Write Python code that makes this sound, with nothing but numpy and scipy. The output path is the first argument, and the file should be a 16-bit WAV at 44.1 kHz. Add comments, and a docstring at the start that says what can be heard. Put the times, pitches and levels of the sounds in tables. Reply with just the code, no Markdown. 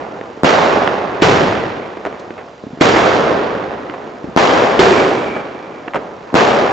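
"""Among buildings at night, a firework battery: tubes thump as they launch shells and the shells burst overhead.
Bangs are pressure shocks and booming tube notes; each rolls on as shaped noise, a long field of echoes
that darkens as it dies. Farther fireworks pop and thud in the gaps, as smeared booms with weak cracks.
A small stereo microphone overloads on the loud bangs; the finished sound is cut off near 8 kHz."""
import sys
import numpy as np
from scipy import signal
from scipy.fft import rfft, irfft, next_fast_len
from scipy.io import wavfile
from scipy.ndimage import uniform_filter1d, map_coordinates

SR = 44100
rng = np.random.default_rng(int(sys.argv[2]) if len(sys.argv) > 2 else 0)


def how_loud(loudness_db):
    """Turn decibels into a plain amplitude multiplier (0 dB gives 1, 20 dB gives 10)."""
    steps = np.asarray(loudness_db, float) / 20
    return 10 ** steps


def dump(signal):
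    """Clip the signal to [-1, 1] and save it as 16-bit WAV at the path in sys.argv[1]."""
    limited = np.clip(np.atleast_2d(signal).T, -1, 1)
    pcm = np.round(limited * 32767).astype(np.int16)
    wavfile.write(sys.argv[1], SR, pcm)


N = 296350  # length of the scene in samples


def unit(x):
    """Scale to rms 1."""
    return x / np.sqrt(np.mean(x ** 2) + 1e-20)


def along(points, hz):
    """Read a curve of (frequency, value) points on a log frequency axis."""
    f, v = np.transpose(points)
    return np.interp(np.log(hz + 1), np.log(f + 1), v)


def filtered(x, response):
    """Filter x by a complex response that is a function of frequency."""
    m = next_fast_len(x.shape[-1] + 8192)
    return irfft(rfft(x, m) * response(np.fft.rfftfreq(m, 1 / SR)), m)[..., :x.shape[-1]]


def resonance(x, hz, width_hz):
    """Pass x through one resonance, then scale it to rms 1."""
    return unit(filtered(x, lambda f: 1j * f * width_hz / (hz ** 2 - f ** 2 + 1j * f * width_hz)))


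def noise_pair(length, apart):
    """Stereo noise: one noise shared by both sides, plus a separate one for each side."""
    return rng.standard_normal(length) + apart * rng.standard_normal((2, length))


def decaying(x, db):
    """Shape x by a level curve in dB."""
    return how_loud(db) * x


def add(out, s, x):
    """Mix a stereo piece in at time s."""
    piece = out[:, max(round(s * SR), 0):][:, :x.shape[1]]
    piece += x[:, :piece.shape[1]]


# colour of the echoes: (frequency [Hz], relative level per Hz [dB])
ECHO_COLOUR = [(15, -61.5), (25, -24), (96, -13), (234, -7), (370, -4.5), (407, -2.5), (761, -5.5),
               (944, -9), (1040, -9.5), (2300, -22), (5870, -39), (7290, -43), (7840, -50.5), (10200, -79),
               (17200, -120)]
# how alike left and right are: (frequency [Hz], likeness [0 to 1])
LIKENESS = [(30, .7), (70, 1), (240, 0.88), (500, 0.74), (1000, 0.33), (4200, 0.43), (6000, 1)]
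# balance of the echoes: (frequency [Hz], left over right [dB])
ECHO_BALANCE = [(60, -1.5), (160, 1.0), (410, 0.0), (1080, -4), (2820, -3), (7390, 0.5)]


def echo_noise(patchy_db, slower_db, quick_db):
    """Countless overlapping reflections: stereo noise with patches and random unevenness in level."""
    z = signal.stft(rng.standard_normal((2, N)), nperseg=512)[2]
    patches = rng.standard_normal(z.shape[1:])
    for axis in (0, 1):
        patches = uniform_filter1d(patches, size=8, axis=axis)
    pair = signal.istft(z * how_loud(patchy_db * unit(patches)), nperseg=512)[1][:, :N]
    # random level wobble, one point every 400 samples and one every 100
    slower = map_coordinates(rng.standard_normal(N // 400 + 4), [np.arange(N) / 400])
    quick = map_coordinates(rng.standard_normal(N // 100 + 4), [np.arange(N) / 100])
    uneven = pair * how_loud(slower_db * slower + quick_db * quick)

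    def mid_side(hz):
        # the more alike the two sides, the more goes to the middle
        turn = np.arccos(np.clip(along(LIKENESS, hz), 0, 1)) / 2
        return how_loud(along(ECHO_COLOUR, hz)) * [np.cos(turn), np.sin(turn)]

    mid, side = filtered(uneven, mid_side)
    stereo = np.array([mid + side, mid - side])
    return filtered(stereo, lambda hz: how_loud(along(ECHO_BALANCE, hz) * [[.5], [-.5]]))


# echo fields of the bursts; the fall is scaled by the shares in FALL_SHARE:
# (time [s], level [dB], near walls answer for [s], fall [dB/s], left over right [dB])
BURST_FIELDS = [(.447, -9.5, 0.29, 28, -0.5), (4.376, -9.5, 0.26, 23.5, 3), (6.355, -9.5, 0.33, 33, 2)]
# echo fields of the launches:
# (time [s], level [dB], near walls answer for [s], fall [dB/s], left over right [dB])
LAUNCH_FIELDS = [(1.225, -11.5, 0.18, 37, .5), (2.815, -11.5, 0.52, 27, 0.083),
                 (4.798, -12.5, 0.24, 37.8, -1)]
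# echo fields of far volleys, the first already dying:
# (time [s], level [dB], near walls answer for [s], fall [dB/s], left over right [dB])
VOLLEY_FIELDS = [(0, -26.5, 0.013, 45.4, -1.7), (2.07, -29.5, .04, 45, -0.46), (5.96, -26.5, .06, 46.3, 0)]
# what fresh echoes of a burst favour: (frequency [Hz], level [dB])
BURST_FAVOURS = [(110, -5), (230, -3), (400, -2.5), (700, 0.5), (1300, 2), (4200, 8.5)]
# what fresh echoes of a launch favour: (frequency [Hz], level [dB])
LAUNCH_FAVOURS = [(110, 0), (230, -1), (400, 2), (700, 0), (1300, 4), (4200, 12.5)]
# what far echoes favour: (frequency [Hz], level [dB])
FAR_FAVOURS = [(110, -2.8), (230, -1.5), (400, -1.5), (700, 0), (1300, -0.5), (2500, -1.5), (4200, -5)]
# the air eats the treble from the start:
# (frequency [Hz], share of the fall while near walls answer [ratio], share after [ratio])
FALL_SHARE = [(110, 0.27, 1.03), (300, .25, 0.85), (700, 0.28, 1.135), (1550, 0.44, 1.02), (2800, 0.94, 1),
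              (4400, 0.85, 1.28), (7000, 1.34, 1.76)]
# late rumble from far hillsides and far displays, heard in the gaps: (time [s], level [dB])
FAR_RUMBLE = [(0, -29.5), (.29, -31.5), (.43, -33.5), (1.2, -23.5), (1.95, -32.5), (2.38, -33.5),
              (2.52, -37), (2.66, -40.5), (2.8, -36), (4.05, -31.5), (4.36, -34), (5.75, -32),
              (6.17, -35.5), (6.33, -31)]
# night air and microphone hiss: (frequency [Hz], level on top of the echo colour [dB])
AIR_HISS = [(110, -38), (700, -56), (4200, -31)]


def echo_gain(hz, t):
    """Left and right echo strength near one frequency: all fields, far rumble and hiss add as powers."""
    build_s = 0.019  # a field swells over this time, reaching full strength at its listed time
    knee_s = 0.047  # how soft the turn from the first fall to the later one is
    early_share, late_share = (along([(row[0], row[k]) for row in FALL_SHARE], hz) for k in (1, 2))
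    rumble_db = np.interp(t, *np.transpose(FAR_RUMBLE)) + along(FAR_FAVOURS, hz)
    power = how_loud(2 * rumble_db) + how_loud(2 * along(AIR_HISS, hz))
    groups = ((BURST_FIELDS, BURST_FAVOURS), (LAUNCH_FIELDS, LAUNCH_FAVOURS), (VOLLEY_FIELDS, FAR_FAVOURS))
    for fields, favours in groups:
        for s, db, hold, fall, lean_db in fields:
            age = np.maximum(t - s, 0)
            late = knee_s * np.logaddexp(0, (age - hold) / knee_s)
            fallen_db = fall * (early_share * (age - late) + late_share * late)
            level_db = db + along(favours, hz) - fallen_db + lean_db * np.array([[.5], [-.5]])
            build = np.clip(1 + (t - s) / build_s, 0, 1) ** 6
            power = power + how_loud(2 * level_db) * build
    return np.sqrt(power)


def echo_field():
    """Each half octave of the echo noise dies at its own pace, as walls and air take the treble first."""
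    noise = echo_noise(patchy_db=0.33, slower_db=0.14, quick_db=1.5)
    noise = noise / np.std(filtered(noise.mean(axis=0), lambda hz: (hz > 200) & (hz < 1500)))
    t, now = np.arange(0, N / SR, .002), np.arange(N) / SR
    out = np.zeros((2, N))
    m = next_fast_len(N + 8192)
    spectrum, hz = rfft(noise, m), np.fft.rfftfreq(m, 1 / SR)
    for centre in 110 * 2 ** np.arange(0, 7, .5):
        # neighbouring bands cross-fade; everything below 110 Hz joins the lowest
        share = np.clip(1 - 2 * abs(np.log2(np.maximum(hz, 110) / centre)), 0, 1)
        band = irfft(spectrum * share, m)[:, :N]
        out += band * [np.interp(now, t, gain) for gain in echo_gain(centre, t)]
    body = np.interp(now, t, echo_gain(550, t).mean(axis=0))
    width = (body / how_loud(-9.0)) ** .08  # late echoes come from far off, nearer the middle
    mid, side = out.mean(axis=0), width * (out[0] - out[1]) / 2
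    return np.array([mid + side, mid - side])


# a narrow hissy ring in the last launch's tail:
# (time [s], level [dB], frequency [Hz], width [Hz], fade [dB/s])
HISSY_RING = (4.9, -28, 2330, 200, 30)


def ring():
    """Narrow noise, resonating twice, that fades in, flickers and dies away."""
    s, db, hz, width_hz, fade = HISSY_RING
    out, age = np.zeros((2, N)), np.arange(SR) / SR
    hiss = noise_pair(SR, apart=.45)
    tone = resonance(resonance(hiss, hz, width_hz), hz, width_hz)
    flicker_db = 4.5 * map_coordinates(rng.standard_normal(20), [age * 15])
    fade_in = 1 - np.exp(-age / .04)
    add(out, s, decaying(fade_in * tone, db - fade * age + flicker_db))
    return out


# far pops and single slaps off walls:
# (time [s], boom peak level [dB], boom [Hz], crack rms against boom peak [dB], echo smear [s])
FAR_POPS = [(0.2122, -12, 424, -17.5, .012), (.374, -21.5, 332, -38, 0.021),
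            (0.8759, 0, 660, -14.5, 0.0025), (1.971, -12.5, 524, -29, 0.036), (2.052, -7, 610, -22, 0.017),
            (2.061, -9.5, 542, -26, 0.035), (2.067, -10, 476, -21, 0.065), (2.127, -16.5, 544, -31, 0.025),
            (2.196, -30, 5010, -17, 0.068), (2.306, -15.5, 380, -17.5, 0.017),
            (2.379, -21, 543, -11.5, 0.2), (2.774, -19, 303, -25, 0.026), (2.787, -20.5, 279, -30.5, 0.034),
            (2.961, -4, 887, -14, 0.43), (3.553, -10.5, 476, -22.5, 0.014),
            (3.898, -15.5, 343, -10.5, 0.02), (3.939, -17, 870, -15.5, 0.051),
            (4.983, -6.5, 455, -12.5, 0.014), (5.364, -10, 677, -20, 0.068),
            (5.551, -18, 400, -24.5, 0.023), (5.879, -13.5, 450, -15, 0.019),
            (5.882, -14.5, 662, -11.5, 0.021), (5.936, -17, 880, -9.5, 0.016),
            (5.944, -13.5, 867, -10.5, 0.014), (5.947, -8, 650, -34, 0.034), (5.956, -5.5, 640, -17, 0.055),
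            (5.963, -10, 506, -20.5, 0.096), (6.301, -24.5, 900, -14, 0.031)]
# thuds so far off that no crack arrives: (time [s], boom peak level [dB], echo smear [s])
FAR_THUDS = [(2.638, -15.5, .023), (2.667, -16.5, 0.059), (2.706, -23, 0.014), (2.731, -18, 0.077),
             (4.242, -13.5, .05), (4.274, -16.5, 0.2), (6.3285, -13.5, 0.037)]


def far_pops():
    """Distance dulls the shock to a boom with a weak crack, smeared into a short cluster of echoes."""
    thud_hz, crack_top_hz = 253, 3000
    out, t = np.zeros((2, N)), np.arange(SR // 4) / SR
    thuds = [(s, db, thud_hz, -np.inf, smear) for s, db, smear in FAR_THUDS]
    for s, db, hz, crack_db, smear in FAR_POPS + thuds:
        # the echoes fade 60 dB over the smear, held between 3 ms and 0.4 s
        walls = decaying(noise_pair(len(t), apart=0.42), -60 * t / np.clip(smear, .003, .4))
        walls = walls / np.linalg.norm(walls[0])
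        walls[:, 0] += min(1, .025 / smear)  # the longer the smear, the less is left of the first front

        def boom_response(f):
            u = 1j * f / hz
            return u / (1 + u / 1.5 + u ** 2) / (1 + u)

        def crack_response(f):
            u = 1j * f / 800
            return u ** 2 / (1 + u) ** 2 / (1 + 1j * f / crack_top_hz) ** 6

        boom, crack = filtered(walls, boom_response), filtered(walls, crack_response)
        crack_rms = np.std(crack[:, :SR // 200])  # over the first 5 ms
        pop = boom / np.abs(boom).max() + how_loud(crack_db) * crack / crack_rms
        add(out, s, how_loud(db + np.array([[-.7], [.7]])) * pop)  # a little louder on the right
    return out


# lift charges in their tubes: (time [s], level [dB], tube note [Hz])
LIFT_CHARGES = [(1.2219, 5, 320), (2.8117, 6, 330), (4.7933, 7, 375)]
# what rolls on among the walls after each launch: (tube note level [dB], low rumble level [dB])
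LINGERING = [(-25, -20), (-21, -25.5), (-12.5, -39.5)]


def launches():
    """The lift charge spits a crackling jet, then the tube's air booms and its note lingers among the walls."""
    rumble_hz, rumble_width_hz = 137, 150
    out, t, long = np.zeros((2, N)), np.arange(SR // 8) / SR, np.arange(SR) / SR
    for (s, db, hz), (note_db, rumble_db) in zip(LIFT_CHARGES, LINGERING):
        phase = 2 * np.pi * hz * t + [[-.3], [.3]]  # the right port leads
        boom = decaying(-np.sin(phase), db - 60 * t / .038)
        jet = unit(uniform_filter1d(noise_pair(len(t), apart=0.32), size=7))
        rumble = resonance(noise_pair(SR, apart=0.24), rumble_hz, rumble_width_hz)
        rumble = resonance(rumble, rumble_hz, rumble_width_hz)
        note = resonance(noise_pair(SR, apart=0.24), hz, width_hz=52)
        hum = how_loud(note_db) * note + how_loud(rumble_db) * rumble
        add(out, s, boom)
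        add(out, s - .001, decaying(jet, db - 13.5 - 60 * t / 0.068))
        add(out, s + .01, decaying(hum, -52 * long ** 2 - 7.2 * long))
    return out


def blast(t, width):
    """Shock front, then the longer suction; this microphone swings negative under pressure."""
    u = np.maximum(t, 0) / width
    return -(1 - u) * np.exp(-u) * (t >= 0)


# shells bursting overhead: (time [s], shock level before the housing [dB], ground echo delay [s], left lag [s])
SHELL_BURSTS = [(.4341, 14, .0112, .0001), (4.3633, 13, .0110, .0002), (6.3423, 14, .0112, .0001)]


def bursts():
    """A shock from above and again off the ground; the microphone housing swings back after each."""
    out, t = np.zeros((2, N)), np.arange(SR // 20) / SR
    width = np.array([[.0009], [.0006]])  # s, the shaded left port hears it broader

    def housing(hz):
        swing = -hz ** 2 / (220 ** 2 - hz ** 2 + 1j * hz * 260)
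        return swing / (1 + 1j * hz / 4000)

    for s, db, ground, lag in SHELL_BURSTS:
        late = t - np.array([[lag], [0]])
        shocks = blast(late, width) + blast(late - ground, width)
        add(out, s, how_loud(db) * filtered(shocks, housing))
    return out


def scene():
    """All bangs, their echoes, the ring and the far pops."""
    return echo_field() + ring() + far_pops() + launches() + bursts()


def roll_off(x):
    """The treble ends steeply here."""
    return signal.sosfilt(signal.butter(12, 7990, fs=SR, output="sos"), x)


def record(dry):
    """An overloaded input stage and thin bass, then narrowed treble and a steep cut whose overshoot is clipped."""
    ceiling, top_hz = 1.15, 7930
    squashed = dry / (1 + np.abs(dry / ceiling) ** 7) ** (1 / 7)
    thin = filtered(squashed, lambda hz: 1j * hz / (50 + 1j * hz))
    mid = thin.mean(axis=0)
    # above 4250 Hz the difference between left and right shrinks, so the treble sounds narrow
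    side = filtered((thin[0] - thin[1]) / 2, lambda hz: np.where(hz < 4250, 1, .22))
    stereo = np.array([mid + side, mid - side])
    narrow = filtered(stereo, lambda hz: np.clip((top_hz + 250 - hz) / 400, 0, 1) ** 2)
    return roll_off(np.clip(narrow, -1, 1))


dry = scene()
out = record(dry)
dump(out)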